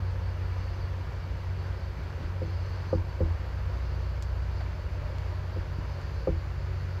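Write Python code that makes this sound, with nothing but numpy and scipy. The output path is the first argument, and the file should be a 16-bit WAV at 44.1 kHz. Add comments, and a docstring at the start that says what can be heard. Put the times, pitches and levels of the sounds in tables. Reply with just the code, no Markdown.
"""Diesel locomotive at dusk

A locomotive creeps closer from far off, its engine at a steady low speed: tones at multiples of the shaft
speed drone over filtered-noise rumble, fan and wheel rush, hood resonances and two sinking, blurred tones.
Knocks ring the microphone's mount in decaying sines; clicks are filtered snaps, crunches short noise swells.
Insects in the trees are chirping noise bands that swell now and then, under a thin, high buzz."""
import sys
import numpy as np
from scipy import signal
from scipy.fft import rfft, irfft
from scipy.io import wavfile
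from scipy.ndimage import uniform_filter1d

SR = 44100
rng = np.random.default_rng(int(sys.argv[2]) if len(sys.argv) > 2 else 0)


def inscribe(sig):
    """Save sig as 16-bit PCM at rate SR to the path in sys.argv[1].

    A 1-D sig is mono; a 2-D sig holds one channel per row.
    Samples are clipped to [-1, 1] before scaling.
    """
    pcm = np.round(np.clip(np.atleast_2d(sig).T, -1, 1) * 32767)
    wavfile.write(sys.argv[1], SR, pcm.astype(np.int16))


N = 308700
T = np.arange(N) / SR


def undb(db):
    """Decibels to gain."""
    return 10 ** (np.asarray(db) / 20)


def level(x, db):
    """Scale to an rms level."""
    return x * undb(db) / np.sqrt(np.mean(x ** 2))


def curves(rows):
    """The columns of a time table, interpolated to one value per sample."""
    s, *columns = np.transpose(rows)
    return [np.interp(T, s, column) for column in columns]


def walk(rate_hz):
    """Smooth random wandering with a spread near 1: twice-averaged random steps."""
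    step_n = int(SR / rate_hz)
    steps = np.repeat(rng.standard_normal(N // step_n + 1), step_n)
    smooth = uniform_filter1d(uniform_filter1d(steps, step_n), step_n)
    return 1.47 * smooth[:N]


def shaped(x, points):
    """Filter a sound by (Hz, dB) points, joined on a log frequency axis."""
    hz, db = np.transpose(points)
    bins_hz = np.maximum(np.arange(N // 2 + 1) * SR / N, 1)
    gain = undb(np.interp(np.log(bins_hz), np.log(hz), db))
    return irfft(rfft(x) * gain, N)


def coloured(points):
    """Noise of rms 1 with a spectrum of (Hz, dB) points."""
    return level(shaped(rng.standard_normal(N), points), 0)


def resonate(x, hz, width_hz):
    """A two-pole resonance with gain 1 at its centre."""
    return signal.lfilter(*signal.iirpeak(hz, hz / width_hz, fs=SR), x)


def band(hz, width_hz):
    """Noise of rms 1 through two equal resonances in series, for steep sides."""
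    once = resonate(rng.standard_normal(N), hz, width_hz)
    return level(resonate(once, hz, width_hz), 0)


def add(track, s, sound):
    """Mix a sound into a track at a time."""
    start = int(s * SR)
    track[start:start + len(sound)] += sound[:N - start]


def crankshaft(shaft_hz=15.2, wander_share=0.004):
    """Shaft angle in radians: a held speed that wanders by a small share."""
    turns_per_s = shaft_hz * (1 + wander_share * walk(1.978))
    return 2 * np.pi * np.cumsum(turns_per_s) / SR


def exhaust(angle, flutter_db=0.87, fade_db=1.5, fourth_trim_db=-2.0, sixth_trim_db=-0.52, rumble_db=-39.0):
    """Firing pulses give tones at multiples of the shaft speed, over the rumble of turbulent gas."""
    # two main tones fading over the long path: time_s, order4_db, order6_db (both before trim)
    drone_fades = [(0, -33.5, -30), (0.5, -36, -32), (1.05, -39, -38), (1.5, -35, -33.5), (2.2, -41, -36.5),
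                   (2.7, -39, -32), (3.2, -35, -38), (3.95, -30.5, -35), (4.7, -34, -36), (5.5, -37, -34),
                   (6.3, -35.5, -40), (7, -37, -32)]
    # weaker tones from unequal cylinders: shaft_multiple, mean_level_db
    weak_orders = [(2, -54), (3, -47), (5, -51), (7, -57), (8, -60.5), (11, -67.5), (12, -59.5)]
    # turbulent exhaust gas, relative spectrum: freq_hz, density_db_per_hz
    gas_spectrum = [(20, -20), (30, -1), (42, 2), (58, 4), (72, 6.5), (88, 5), (104, -1.5), (135, -3),
                    (175, -10), (230, -26.5), (400, -58)]

    def tone(order):
        return np.sqrt(2) * np.sin(order * angle + rng.uniform(0, 2 * np.pi))

    fourth_db, sixth_db = curves(drone_fades)
    # order 9 grows steadily as the locomotive nears: start dB, dB per s
    ninth_db = -53.5 + 1.18 * T
    strongest = [(4, fourth_db + fourth_trim_db), (6, sixth_db + sixth_trim_db), (9, ninth_db)]
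    drone = sum(tone(order) * undb(db + flutter_db * walk(7.3)) for order, db in strongest)
    # moving air makes the weak tones come and go
    overtones = sum(tone(round(order)) * undb(db + fade_db * walk(1.62)) for order, db in weak_orders)
    return drone + overtones + level(coloured(gas_spectrum), rumble_db)


def machinery(angle, throb=0.31, rush_db=-47.0, waver_db=0.52, hood_waver_db=1.6):
    """Fans and wheels rush evenly; hood resonances throb at shaft orders 3 and 5."""
    # fans and rolling wheels, relative spectrum: freq_hz, density_db_per_hz
    rush_spectrum = [(250, 0.5), (550, 2), (760, -2), (960, -1.5), (1600, -3), (2400, -9.5), (3400, -15.5),
                     (5200, -21.5), (7000, -28.5), (7900, -35.5), (9200, -40.5), (10400, -38.5),
                     (11500, -36.5), (13400, -41), (15500, -44)]
    # engine hood resonances: centre_hz, width_hz (each of two stages), level_db (before waver and throb)
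    hood_modes = [(365.1, 30.5, -58.5), (454, 24, -64.5), (538.5, 70, -59.5), (969, 240, -58.5),
                  (1500, 430, -66.5), (2300, 190, -69.5), (2822, 170, -71.5)]
    rush = level(coloured(rush_spectrum) * undb(waver_db * walk(11)), rush_db)
    hood = sum(band(hz, width_hz) * undb(db + hood_waver_db * walk(3.43)) for hz, width_hz, db in hood_modes)
    beat = 1 + throb * np.cos(3 * angle) + throb * np.cos(5 * angle)
    return rush + hood * beat


def blurred_tone(hz, db, blur_hz):
    """A gliding carrier, its sine and cosine each modulated by noise low-passed at blur_hz."""
    lowpass = signal.butter(2, blur_hz, fs=SR, output="sos")
    blur = signal.sosfilt(lowpass, rng.standard_normal((2, N)))
    angle = 2 * np.pi * np.cumsum(hz) / SR
    return level(blur[0] * np.sin(angle) + blur[1] * np.cos(angle), 0) * undb(db)


def sinking_tones():
    """A faint high whine that grows and a low moan that swells once, both sinking steadily in pitch."""
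    whine_hz, whine_db = 7740 - 110 * T, -87 + 1.05 * T
    moan_hz = 703 - 20 * T
    peak_s, swell_s, swell_db = 5.26, 0.98, 9
    moan_db = -64.5 + swell_db * np.exp(-((T - peak_s) / swell_s) ** 2)
    return blurred_tone(whine_hz, whine_db, blur_hz=130) + blurred_tone(moan_hz, moan_db, blur_hz=30)


def knocks(rise_s=0.0041, sway_rise_s=0.012, rattle_db=-36, rattle_s=0.028, rattle_hz=300, rattle_width_hz=220):
    """Pushes ring the mount, duller for long contact, shorter under firm touch; joints rattle, the stand recoils."""
    # knocks: start_s, strength_db, contact_s, stand_sway_db, touch_damping_per_s
    pushes = [(1.98, -8.5, 0.0042, 4, 11), (2.176, -14.5, .0016, -4, 19), (2.196, 1, 0.0062, -10, 6),
              (2.222, -1, 0.0076, 1, 10), (2.4165, -6, 0.0016, 1, 2), (2.9281, 2.5, 0.00066, -11, 15),
              (2.949, -2, 0.0064, 5, 22), (2.983, -3.5, 0.0064, 11, 30), (3.204, -0.5, 0.0015, 6.5, 1),
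              (3.2635, -12, 0.0068, 11, 2.4), (5.56, -8.5, 0.0021, 8, 5), (5.781, 0, 0.0041, 2, 42),
              (6.272, 0.5, 0.00048, 2.5, 0.5), (6.2889, -14, 0.0008, -10, 11)]
    # mount ring and slower stand sway, before touch damping: freq_hz, relative_level_db, t60_s
    mount_modes = [(129, -37, 0.25), (166.4, -25, 0.17), (201, -30.5, 0.21), (330.4, -28, 0.31),
                   (414, -16.5, 0.057), (469, -21.5, 0.07), (511, -11, 0.06), (800, -27, 0.049),
                   (1010, -33, 0.038), (1206, -23.5, 0.026)]
    stand_modes = [(42.6, -24, 0.28), (83.2, -23, 0.54)]
    t = T[:SR * 3 // 4]

    def modes(table, build_s):
        ringing = sum(undb(db) * np.exp(-np.log(1000) * t / t60_s) * np.sin(2 * np.pi * hz * t)
                      for hz, db, t60_s in table)
        return ringing * (1 - np.exp(-t / build_s))

    ring, sway = modes(mount_modes, rise_s), modes(stand_modes, sway_rise_s)
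    rattle_env = np.exp(-t / rattle_s) * (1 - np.exp(-t / rise_s))
    out, shaking = np.zeros(N), np.zeros(N)
    for s, db, contact_s, stand_db, damping_per_s in pushes:
        push = np.sin(np.pi * np.minimum(t / contact_s, 1)) ** 2
        body = (ring - undb(stand_db) * sway) * np.exp(-damping_per_s * t)
        add(out, s, undb(db) * signal.fftconvolve(body, push / push.sum()))
        # slow pushes shake the joints less
        add(shaking, s, undb(db + rattle_db) * rattle_env / (1 + contact_s / rise_s))
    return out + shaking * band(rattle_hz, rattle_width_hz)


def clicks(scatter_db=-33, scatter_s=0.014, pivot_hz=6000):
    """A one-sample snap or rebound, then decaying noise scattered off the ballast, coloured together."""
    # clicks and rebounds: start_s, strength_db, tilt_db_per_octave
    snaps = [(4.2251, -17, 0), (4.2314, -29, -5), (4.2365, -28, -3), (5.1845, -27, -8), (6.016, -30, -2)]
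    # click colour before tilt: freq_hz, gain_db
    snap_spectrum = [(1500, -22), (3400, -1), (4800, 0), (6000, -1.5), (7400, 1), (8600, -14), (12500, -15),
                     (15500, -25)]
    t = T[:SR // 8]
    out = 0
    for s, db, tilt_db in snaps:
        scatter = undb(scatter_db) * np.exp(-t / scatter_s) * rng.standard_normal(len(t))
        force = np.zeros(N)
        add(force, s, (t == 0) + scatter)
        colour = [(hz, snap_db + tilt_db * np.log2(hz / pivot_hz)) for hz, snap_db in snap_spectrum]
        out = out + undb(db) * shaped(force, colour)
    return out


def crunches(width_per_hz=0.44):
    """Ballast stones shift: short Gaussian swells of grating noise."""
    # crunch bands: peak_s, peak_level_db, centre_hz, half_length_s (to 1/e)
    grains = [(4.612, -42.5, 680, .007), (4.614, -47.5, 1500, .015), (4.611, -54, 3300, .007)]
    return sum(band(hz, width_per_hz * hz) * undb(db) * np.exp(-((T - s) / half_length_s) ** 2)
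               for s, db, hz, half_length_s in grains)


def swell(start_s, length_s, attack_s=0.091, release_s=0.11):
    """Attack, hold and release of one chorus swell, 0 to 1; the release follows length_s."""
    attack = np.clip((T - start_s) / attack_s, 0, 1)
    release = np.clip(1 - (T - start_s - length_s) / release_s, 0, 1)
    return attack * release


def insects(rest_db=-62.5, chirp_depth=0.26, shrill_hz=11780, shrill_width_hz=600, shrill_db=-81,
            buzz_depth=0.25, buzz_hz=30.1):
    """Many distant insects blur into chirping noise bands; a thin, high buzz lies above them."""
    # chorus voices: centre_hz, width_hz (each of two stages), relative_level_db, mean_chirps_per_s
    voices = [(4330, 750, -6.5, 4.9), (4600, 430, -5, 5.5), (5100, 400, -11, 6), (6100, 360, -15, 4.9)]
    # chorus swells: start_s, length_s, above_rest_db
    chorus_swells = [(.48, 0.33, 3.5), (1.5, 0.33, 1.5), (2.415, 0.5, 5), (3.72, 0.29, 3), (4.48, 0.12, 3),
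                     (5.803, 0.41, 3.5), (6.563, 0.46, 2)]
    chorus_db = rest_db + sum(db * swell(s, length_s) for s, length_s, db in chorus_swells)
    chorus = 0
    for hz, width_hz, db, chirps_per_s in voices:
        rate_hz = chirps_per_s * (1 + 0.103 * walk(1.95))
        phase = 2 * np.pi * np.cumsum(rate_hz) / SR + rng.uniform(0, 2 * np.pi)
        chorus = chorus + band(hz, width_hz) * undb(db + chorus_db) * (1 + chirp_depth * np.sin(phase))
    shrill = band(shrill_hz, shrill_width_hz) * (1 + buzz_depth * np.sin(2 * np.pi * buzz_hz * T))
    return chorus + level(shrill, shrill_db)


def scene():
    """The locomotive, the noises near the microphone and the insects, as one channel."""
    angle = crankshaft()
    train = exhaust(angle) + machinery(angle) + sinking_tones()
    nearby = knocks() + clicks() + crunches()
    return (train + nearby + insects())[None]


def record(dry, low_cut_hz=35, top_hz=15700, ease_s=0.004):
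    """The recorder cuts the deepest bass and the top, and eases in and out."""
    bass_cut = signal.butter(5, low_cut_hz, "high", fs=SR, output="sos")
    top_cut = signal.ellip(10, 0.2, 80, top_hz, fs=SR, output="sos")
    ease = np.minimum(np.minimum(T, T[::-1]) / ease_s, 1)
    return signal.sosfilt(top_cut, signal.sosfilt(bass_cut, dry) * ease)


dry = scene()
out = record(dry)
inscribe(out)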